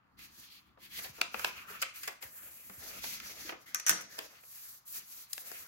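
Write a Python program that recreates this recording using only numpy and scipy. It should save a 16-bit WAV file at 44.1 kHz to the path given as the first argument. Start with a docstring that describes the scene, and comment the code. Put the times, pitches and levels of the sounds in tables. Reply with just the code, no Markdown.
"""At a table in a quiet room, hands fold a small sheet of paper over a steel ruler on a mat, lay the
ruler aside and rub the crease flat. Skin hisses over the fibres, edges scrape, and the sheet's
resonant panels rustle and snap as they buckle. The ruler clatters and rings; the table thuds under
the hands. Faint air and mains hum lie underneath, and the stereo image is that of two microphone ports."""
import sys
import numpy as np
from scipy import signal
from scipy.fft import rfft, irfft, next_fast_len
from scipy.io import wavfile
from scipy.ndimage import uniform_filter1d

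SR = 44100
rng = np.random.default_rng(int(sys.argv[2]) if len(sys.argv) > 2 else 0)


def file_out(sig):
    """Save sig as 16-bit WAV at sys.argv[1]."""
    # one column per channel
    cols = np.atleast_2d(sig).T
    # limit, then scale
    lim = np.clip(cols, -1, 1)
    pcm = np.round(lim * 32767).astype(np.int16)
    wavfile.write(sys.argv[1], SR, pcm)


N = 250207
T, FFT_SIZE = np.arange(N) / SR, next_fast_len(N + SR // 2)
HZ = np.maximum(np.arange(FFT_SIZE // 2 + 1) * SR / FFT_SIZE, 1)

# Cue levels are relative, ahead of each layer's trim; decays are nominal, scaled per layer.
# Skin on paper, paper on mat: t/s, rise/s, hold/s, hiss/dB, scrape/dB, rustle/dB, tilt/(dB/octave)
STROKES = [(0.167, 0.035, 0.048, -52, -56, -52, 4.5), (0.261, 0.14, 0.041, -50, -53.5, -59, 5),
           (0.474, 0.047, 0.051, -55.5, -63, -61.5, 14), (0.599, .02, 0.069, -72, -88, -71, 6.5),
           (0.777, 0.061, 0.021, -52, -59, -59, 13.5), (0.877, 0.095, 0.024, -39.5, -44, -46, 9),
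           (1.003, 0.022, 0.04, -42, -47.5, -47, -3.5), (1.11, 0.058, 0.022, -51.5, -53, -49, -0.5),
           (1.3, 0.11, 0.067, -40, -45.5, -41, -3), (1.529, 0.042, 0.053, -52, -57, -45.5, -1),
           (1.642, 0.062, 0.054, -47, -53.5, -41.5, -4.5), (1.779, 0.029, 0.0099, -49, -44.5, -50, -2),
           (1.926, 0.035, 0.12, -44, -52.5, -52, 2.5), (2.204, 0.026, 0.0094, -40, -52.5, -48, -5),
           (2.263, 0.1, 0.12, -44.5, -62, -55.5, -6), (2.488, 0.02, 0.34, -48, -61, -58.5, -4.5),
           (2.77, 0.06, 0.16, -44, -46.5, -47.5, -5), (2.992, 0.051, 0.1, -38.5, -39.5, -46, 5),
           (3.192, 0.061, 0.061, -44.5, -44.5, -43.5, -1), (3.321, 0.044, 0.13, -47, -46.5, -47, -3.5),
           (3.424, 0.036, 0.019, -50, -43.5, -43, -2), (3.581, 0.037, 0.0075, -58.5, -59.5, -63, -10),
           (3.653, 0.012, 0.025, -52, -55, -52.5, -3.5), (4.08, 0.044, 0.13, -51, -50.5, -53.5, -7.5),
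           (4.282, 0.026, 0.065, -58.5, -60.5, -56, -5), (4.348, 0.21, 0.19, -44, -53.5, -62, 0.5),
           (4.846, 0.04, 0.059, -40.5, -53.5, -65, 12), (4.896, 0.06, 0.017, -36, -45, -49.5, 0),
           (4.99, 0.13, 0.097, -45.5, -53.5, -60.5, 3), (5.259, 0.12, 0.029, -41.5, -52, -61.5, 6),
           (5.404, 0.066, 0.16, -42.5, -51, -50, -6)]
# The sheet buckles or is tapped: t/s, level/dB, treble offset/dB, bass offset/dB, decay/s,
# left minus right/dB, tilt/(dB/octave)
SNAPS = [(0.191, -47.5, -7, -34, 0.0097, -14, -3), (0.774, -65.5, -38, 14, 0.023, 5, -10),
         (0.987, -36, -14, -32, 0.039, -9, -2.5), (1.042, -46.5, -11, -3, 0.12, -2, 10),
         (1.183, -55.5, -20, 5, 0.097, 3, -15.5), (1.214, -18, -4.5, -12.5, 0.013, 1.5, 7.5),
         (1.343, -26.5, -21.5, -11.5, 0.024, 3.5, -5), (1.394, -32, -5.5, -19, 0.025, -7, -6),
         (1.4454, -17.5, -10, -10.5, 0.018, -1, 2.5), (1.8167, -38, 7.5, -36, 0.088, -5, -6),
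         (1.824, -26, -1, -16, 0.023, -4, -1), (1.8306, -27, -28, -42, 0.019, 0, -1.5),
         (2.0318, -42.5, 4, -41, 0.11, -0.5, 0.5), (2.076, -31.5, 0, -10.5, 0.068, 0.5, -2),
         (2.2241, -42, -1, -5, 0.056, 3.5, 1.5), (2.432, -54, -17, -5, 0.011, 11, -5),
         (2.6964, -45, -4.5, -9, 0.037, 1, -9.5), (3.0402, -34, -14, -7, 0.03, 0, 3.5),
         (3.2, -36.5, -5.5, -42, 0.022, -2, -0.5), (3.233, -48, -12, -18, 0.012, -6, -5),
         (3.492, -33, -33, -8, 0.056, -4, -1.5), (3.522, -40.5, -27, 0, 0.04, -4, -8),
         (4.183, -43, 0, 3, 0.028, 10, -12.5), (4.189, -32.5, 1.5, -12, 0.016, -1.5, 5.5),
         (4.436, -51.5, -22, -17, 0.012, -8, -7.5), (5.3312, -42, 16, -29, 0.024, 5, 1.5),
         (5.379, -34, -3, -10, 0.0099, 5, -3), (5.516, -38.5, -2, -6, 0.0084, 7.5, -6.5)]
# Panel resonances: f/Hz, width/Hz, level bent over the ruler/dB, level loose/dB
PANEL_MODES = [(548, 540, -10.5, -7), (1345, 530, 5, 2), (1744, 385, 0.5, 6), (2070, 310, -11, 6),
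               (2500, 846, 7.5, 5), (3240, 880, -11, -1), (4340, 1230, -5, -3.5)]
# Tone of skin on paper: f/Hz, level/dB
SKIN_EQ = [(5000, -31.5), (7500, -3.5), (9500, -3.5), (12000, 3), (13700, -3.5), (15200, -6), (16500, 0.5)]
# Tone of a scraping edge: f/Hz, level/dB
EDGE_EQ = [(2500, -8.5), (3500, 1), (4600, 6.5), (5400, 5), (6200, 7), (7200, -4), (9000, -27.5)]
# The ruler hits the table: t/s, level/dB, tick offset/dB, thud offset/dB, decay/s
RULER_HITS = [(3.7455, -21, -3.5, -43, 0.018), (3.757, -33, -23, -35, 0.017),
              (3.798, -30.5, -8, -40, 0.017), (3.864, -22.5, -10, -50, 0.044),
              (3.87, -29.5, -10, -43, 0.049), (3.881, -24, -5, -51, 0.048), (3.8934, -14.5, 3, -32, 0.021),
              (3.899, -23.5, -8, -20.5, 0.039), (3.905, -36, 14, -31, 0.028),
              (3.912, -27.5, -20, -25, 0.031), (3.927, -38, -28, -15.5, 0.17),
              (4.007, -45.5, 2.5, -22, 0.11)]
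# The ruler slides off the sheet: t/s, level/dB, decay/s
RULER_GRAZES = [(3.247, -50.5, 0.15), (3.3, -62, 0.11)]
# Modes of the steel strip: f/Hz, level/dB, t60/s
STEEL_MODES = [(1250, -4, .1), (1473, -7, .12), (1538, -5, .12), (1772, -5, .12), (1842, -7, .12),
               (5718, -3, .2), (5797, 0, .2), (5889, -1, .3), (6045, -4, .12), (6126, -7, .12),
               (6370, -3, .22), (6940, -4, .16), (7430, -7, .12)]
# A hand presses on the table: t/s, level/dB, first f/Hz, last f/Hz
PUSHES = [(1.095, -48, 201, 70), (1.343, -45, 222, 210), (1.447, -56, 208, 70), (1.703, -47.5, 440, 400),
          (2.076, -46, 463, 390), (2.248, -53, 149, 59.3), (2.699, -48, 200, 190), (2.781, -48, 140, 58.5),
          (3.449, -45, 340, 307), (3.524, -50.5, 383, 352), (3.9, -42, 347, 304)]
# Tone of the table's rumble: f/Hz, level/dB
TABLE_EQ = [(36, -9), (62, 6.5), (120, 0.5), (200, 5), (320, 1), (520, -16.5), (800, -29)]
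# Level of the table's low rumble as it swells and fades: t/s, level/dB
RUMBLE_BED = [(0, -69), (.9, -67.5), (2.4, -77), (3.2, -64), (4.3, -82.5), (5.67, -91)]
# Tone of the still air: f/Hz, level/dB
AIR_EQ = [(25, -16), (60, -12), (125, 7), (300, -5), (600, -2.5), (1200, 10), (2500, -8.5), (7000, -33),
          (16000, -65)]
# Mains hum: f/Hz, rms level/dB
HUM = [(60, -90), (120, -85)]
# Phase lead of the left port: f/Hz, lead/rad
PORT_LEAD = [(0, 0.5), (1200, 1.2), (2800, 2.3), (4500, 3), (5800, 5.4), (6800, 6.8), (7600, 9.4),
             (10000, 9.3), (12400, 8.3), (14500, 6.8), (16700, 6.4)]
# Likeness of the two ports: f/Hz, coherence/(0-1)
PORT_COHERENCE = [(60, 0.9), (300, 0.51), (1000, 0.07), (3000, 0.24), (6500, 0.07), (8600, 1), (11000, 0.7),
                  (13800, 0.63), (15500, 0.3)]
# Balance of the ports: f/Hz, left minus right/dB
PORT_BALANCE = [(60, 3), (300, 2), (700, 3.5), (1500, 1), (5000, 0.5), (15000, 0.5)]

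HISS_T60_S, SCRAPE_T60_S, RUSTLE_T60_S = 0.21, 0.36, 0.4  # release after a stroke
SETTLE_RISE_S, SETTLE_T60_S = 0.0091, 0.53  # the sheet strains, gives, then rustles on
SETTLE_PANEL_DB, SETTLE_EDGE_DB = -29.5, -28.5
REST_DB, LEAN_DB = -85, -21  # the held sheet never lies still; the hands' weight feeds the rumble
BENT_S, FREED_S = 1.076, 2  # the flap stands bent over the ruler between these times
TILT_PIVOT_HZ, SNAP_RISE_S, HIT_RISE_S = 1800, 0.00095, 0.0003
PUSH_RISE_S, PUSH_T60_S, PUSH_SAG_S = 0.0026, 0.1, 0.012
ROOM_DB, ROOM_T60_S, ROOM_TOP_HZ = -4.5, 0.31, 3150
AIR_DB, TOP_HZ = -72, 15800


def rubbing():
    """Skin hisses over the paper, edges scrape, panels rustle, the hands' weight rumbles in the table."""
    times, db = np.transpose([row[:2] for row in SNAPS + RULER_HITS])
    settle = bursts(times, db, np.full(len(times), SETTLE_T60_S), SETTLE_RISE_S)
    starts, _, _, hiss_db, scrape_db, rustle_db, tilts = np.transpose(STROKES)
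    hiss_env = strokes(hiss_db, HISS_T60_S)
    scrape_env = np.hypot(strokes(scrape_db, SCRAPE_T60_S), settle * undb(SETTLE_EDGE_DB))
    slide_env = strokes(rustle_db, RUSTLE_T60_S) + undb(REST_DB)
    rustle_env = np.hypot(slide_env, settle * undb(SETTLE_PANEL_DB))
    rumble_env = slide_env * undb(LEAN_DB) + undb(np.interp(T, *np.transpose(RUMBLE_BED)))
    tilt = uniform_filter1d(latest(starts, tilts), size=SR // 50)
    fibres = stereo_noise() * grit(1.8, 1.4, rate_hz=60)
    hiss = hiss_env * voiced(fibres, SKIN_EQ)
    scrape = scrape_env * voiced(fibres, EDGE_EQ)
    crinkle = grit(2.45, 1.35, rate_hz=60)
    rustle = rustle_env * unit(panels(crinkle, tilt, wander_db=3.07, rate_hz=11))
    rumble = rumble_env * voiced(stereo_noise() * grit(2.37, 2.1, rate_hz=21.97), TABLE_EQ)
    return undb(-2) * hiss + undb(-6.5) * scrape + undb(-3) * (rustle + rumble)


def strokes(levels_db, t60):
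    """Envelope of the hand strokes: swell, hold, release; the strongest stroke leads."""
    out = np.zeros(N)
    for (start, rise, hold, *_), db in zip(STROKES, levels_db):
        near = slice(int(start * SR), int((start + rise + hold + t60) * SR))
        t = np.maximum(T[near] - start, 0)
        swell = np.clip(t / rise, 0, 1) ** 1.3
        release_db = -60 * np.maximum(t - rise - hold, 0) / t60
        out[near] = np.maximum(out[near], undb(db + release_db) * swell)
    return out


def grit(scatter_db, flicker_db, rate_hz):
    """Grain of slipping fibres: tiny impulses of uneven size, in uneven patches."""
    return undb(scatter_db * np.minimum(rng.exponential(size=N), 7) + flicker_db * drift(rate_hz))


def panels(drive, tilt, wander_db, rate_hz):
    """Noise shakes each panel, which swells or fades as the paper bends; tilt favours small or large."""
    bent = uniform_filter1d(1. 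* ((T > BENT_S) & (T < FREED_S)), size=SR // 20)
    spectrum = 0
    for hz, width, bent_db, loose_db in PANEL_MODES:
        db = bent * bent_db + (1 - bent) * loose_db
        db += wander_db * drift(rate_hz) + tilt * np.log2(hz / TILT_PIVOT_HZ)
        spectrum += rfft(drive * stereo_noise() * undb(db), FFT_SIZE) * steep_peaks([(hz, width, 0)])
    return irfft(spectrum, FFT_SIZE)[:, :N]


def snaps():
    """Each buckle shakes the panels, sprays a short tick and thumps the table; gives sound and pan."""
    times, db, treble_db, bass_db, t60, pan_db, tilts = np.transpose(SNAPS)
    tick = stereo_noise() * bursts(times, db + treble_db, 0.63 * t60, SNAP_RISE_S)
    thud = stereo_noise() * bursts(times, db + bass_db - 4, 2.18 * t60, SNAP_RISE_S)
    buckle = bursts(times, db + 4, t60, SNAP_RISE_S)
    body = panels(buckle, latest(times - .003, tilts), wander_db=1, rate_hz=6.34)
    tick = coloured(tick, steep_peaks([(5135, 540, 3.2), (7900, 8700, 2)]))
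    thud = coloured(thud, steep_peaks([(490, 510, -10), (765, 710, -10)]))
    side_db = latest(times - .02, pan_db) / 2
    return body + tick + thud, undb([side_db, -side_db])


def ruler():
    """Rattling contacts ring the steel strip, with a bright tick on top and a table thud below."""
    times, db, tick_db, thud_db, t60 = np.transpose(RULER_HITS)
    steel = sum(resonance(hz, np.log(1000) / (np.pi * ring_s), mode_db + 20 * np.log10(ring_s))
                for hz, mode_db, ring_s in STEEL_MODES)
    rattle_eq = steep_peaks([(1680, 1260, 14.5), (2250, 2100, 14.5), (3980, 2500, -24),
                             (6150, 1200, 17.5), (7200, 4800, 16.5)])
    thud_eq = steep_peaks([(197, 51, 0.79), (325, 780, 0.18)])
    tick_eq = undb(curve(SKIN_EQ))
    ring = coloured(stereo_noise() * bursts(times, db, 0.25 * t60, HIT_RISE_S), steel)
    rattle = coloured(stereo_noise() * bursts(times, db, t60, HIT_RISE_S), rattle_eq)
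    tick = coloured(stereo_noise() * bursts(times, db + tick_db, 0.77 * t60, HIT_RISE_S), tick_eq)
    thud = coloured(stereo_noise() * bursts(times, db + thud_db, 3 * t60, 10 * HIT_RISE_S), thud_eq)
    return undb(2) * ring + undb(-1) * rattle + tick + thud + grazes(steel)


def grazes(steel):
    """A light sliding contact stirs only a few high modes: the ruler sings thinly."""
    times, db, t60 = np.transpose(RULER_GRAZES)
    friction = stereo_noise() * bursts(times, db, t60, rise_s=.004)
    return coloured(friction, steel * steep_peaks([(5800, 640, 0)]))


def pushes():
    """Each push is a soft knock of the table top whose pitch sags as the bend spreads."""
    out = np.zeros(N)
    for start, db, first_hz, last_hz in PUSHES:
        near = slice(int(start * SR), int(start * SR) + SR // 4)
        t = T[near] - start
        hz = last_hz + (first_hz - last_hz) * np.exp(-t / PUSH_SAG_S)
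        envelope = undb(db - 60 * t / PUSH_T60_S) * (1 - np.exp(-t / PUSH_RISE_S))
        out[near] += envelope * np.sin(2 * np.pi * np.cumsum(hz) / SR)
    return out


def room_tail(send):
    """Short, dull, diffuse reverb with 6 ms of pre-delay, different on each side."""
    t = T[:SR // 2]
    tail = rng.standard_normal((2, len(t))) * np.exp(-np.log(1000) * t / ROOM_T60_S) * (t > .006)
    response = rfft(tail / np.sqrt(np.sum(tail ** 2) / 2), FFT_SIZE)
    return filtered(send, undb(ROOM_DB) * response / (1 + 1j * HZ / ROOM_TOP_HZ))


def room_air():
    """Still air: a faint bed of dark noise."""
    return undb(AIR_DB) * voiced(stereo_noise(), AIR_EQ)


def mains_hum():
    """The mains tone and its octave, barely there."""
    return sum(undb(db) * np.sqrt(2) * np.sin(2 * np.pi * (hz * T + rng.random())) for hz, db in HUM)


def ports(pair):
    """Two microphone ports: mid reaches both, side makes them differ; left leads and is a bit louder."""
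    coherence = np.clip(curve(PORT_COHERENCE), 0, .99)
    mid, side = rfft(pair, FFT_SIZE) * np.sqrt([(1 + coherence) / 2, (1 - coherence) / 2])
    lead = np.interp(HZ, *np.transpose(PORT_LEAD))
    skew = np.exp(.5j * lead) * undb(curve(PORT_BALANCE) / 2)
    return irfft(np.array([(mid + side) * skew, (mid - side) / skew]), FFT_SIZE)[:, :N]


def bursts(times, levels_db, t60s, rise_s):
    """Envelope of hits that swell exponentially, peak 1 ms after their cue and die away."""
    out = np.zeros(N)
    for start, gain, t60 in zip(times, undb(levels_db), t60s):
        near = slice(max(int((start - .05) * SR), 0), int((start + 0.5) * SR))
        t = T[near] - start - .001
        out[near] += gain * np.exp(np.minimum(t / rise_s, -np.log(1000) * t / t60))
    return out


def drift(rate_hz):
    """Smooth random modulation of rms 1."""
    step = int(SR / rate_hz)
    stairs = np.repeat(rng.standard_normal(N // step + 1), step)
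    return unit(uniform_filter1d(uniform_filter1d(stairs, step), step)[:N])


def latest(times, values):
    """Hold each cue's value until the next."""
    return values[np.maximum(np.searchsorted(times, T) - 1, 0)]


def resonance(hz, width, db):
    """Response of one resonant band."""
    return undb(db) / (1 + 1j * (HZ - hz * hz / HZ) / width)


def steep_peaks(peaks):
    """Bands (f/Hz, width/Hz, level/dB per pass) passed twice: dark valleys between them."""
    return sum(resonance(*peak) ** 2 for peak in peaks)


def curve(table):
    """Read a table at every frequency, on a log axis."""
    hz, value = np.transpose(table)
    return np.interp(np.log(HZ), np.log(hz), value)


def filtered(x, gain):
    """Apply a gain for each frequency."""
    return irfft(rfft(x, FFT_SIZE) * gain, FFT_SIZE)[..., :N]


def coloured(x, gain):
    """Filter without changing the power of white noise."""
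    return filtered(x, gain / np.sqrt(np.mean(np.abs(gain) ** 2)))


def voiced(x, eq):
    """Apply an EQ table and level to rms 1."""
    return unit(filtered(x, undb(curve(eq))))


def stereo_noise():
    """Two independent strands of white noise."""
    return rng.standard_normal((2, N))


def unit(x):
    """Scale to rms 1."""
    return x / np.sqrt(np.mean(x ** 2))


def undb(db):
    """Decibels to gain."""
    return 10 ** (np.asarray(db) / 20)


def scene():
    """Mix paper, ruler and table over the room tone; only snaps and ruler feed the reverb."""
    snap, snap_pan = snaps()
    clatter = ruler()
    air, hum = room_air(), mains_hum()
    direct = ports(rubbing() + clatter + air) + ports(snap) * snap_pan + pushes()
    return direct + room_tail(snap[0] + clatter[0]) + hum


def record(dry):
    """A steep low-pass shaves off the very top."""
    return signal.sosfilt(signal.ellip(10, .2, 70, TOP_HZ, fs=SR, output="sos"), dry)


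dry = scene()
out = record(dry)
file_out(out)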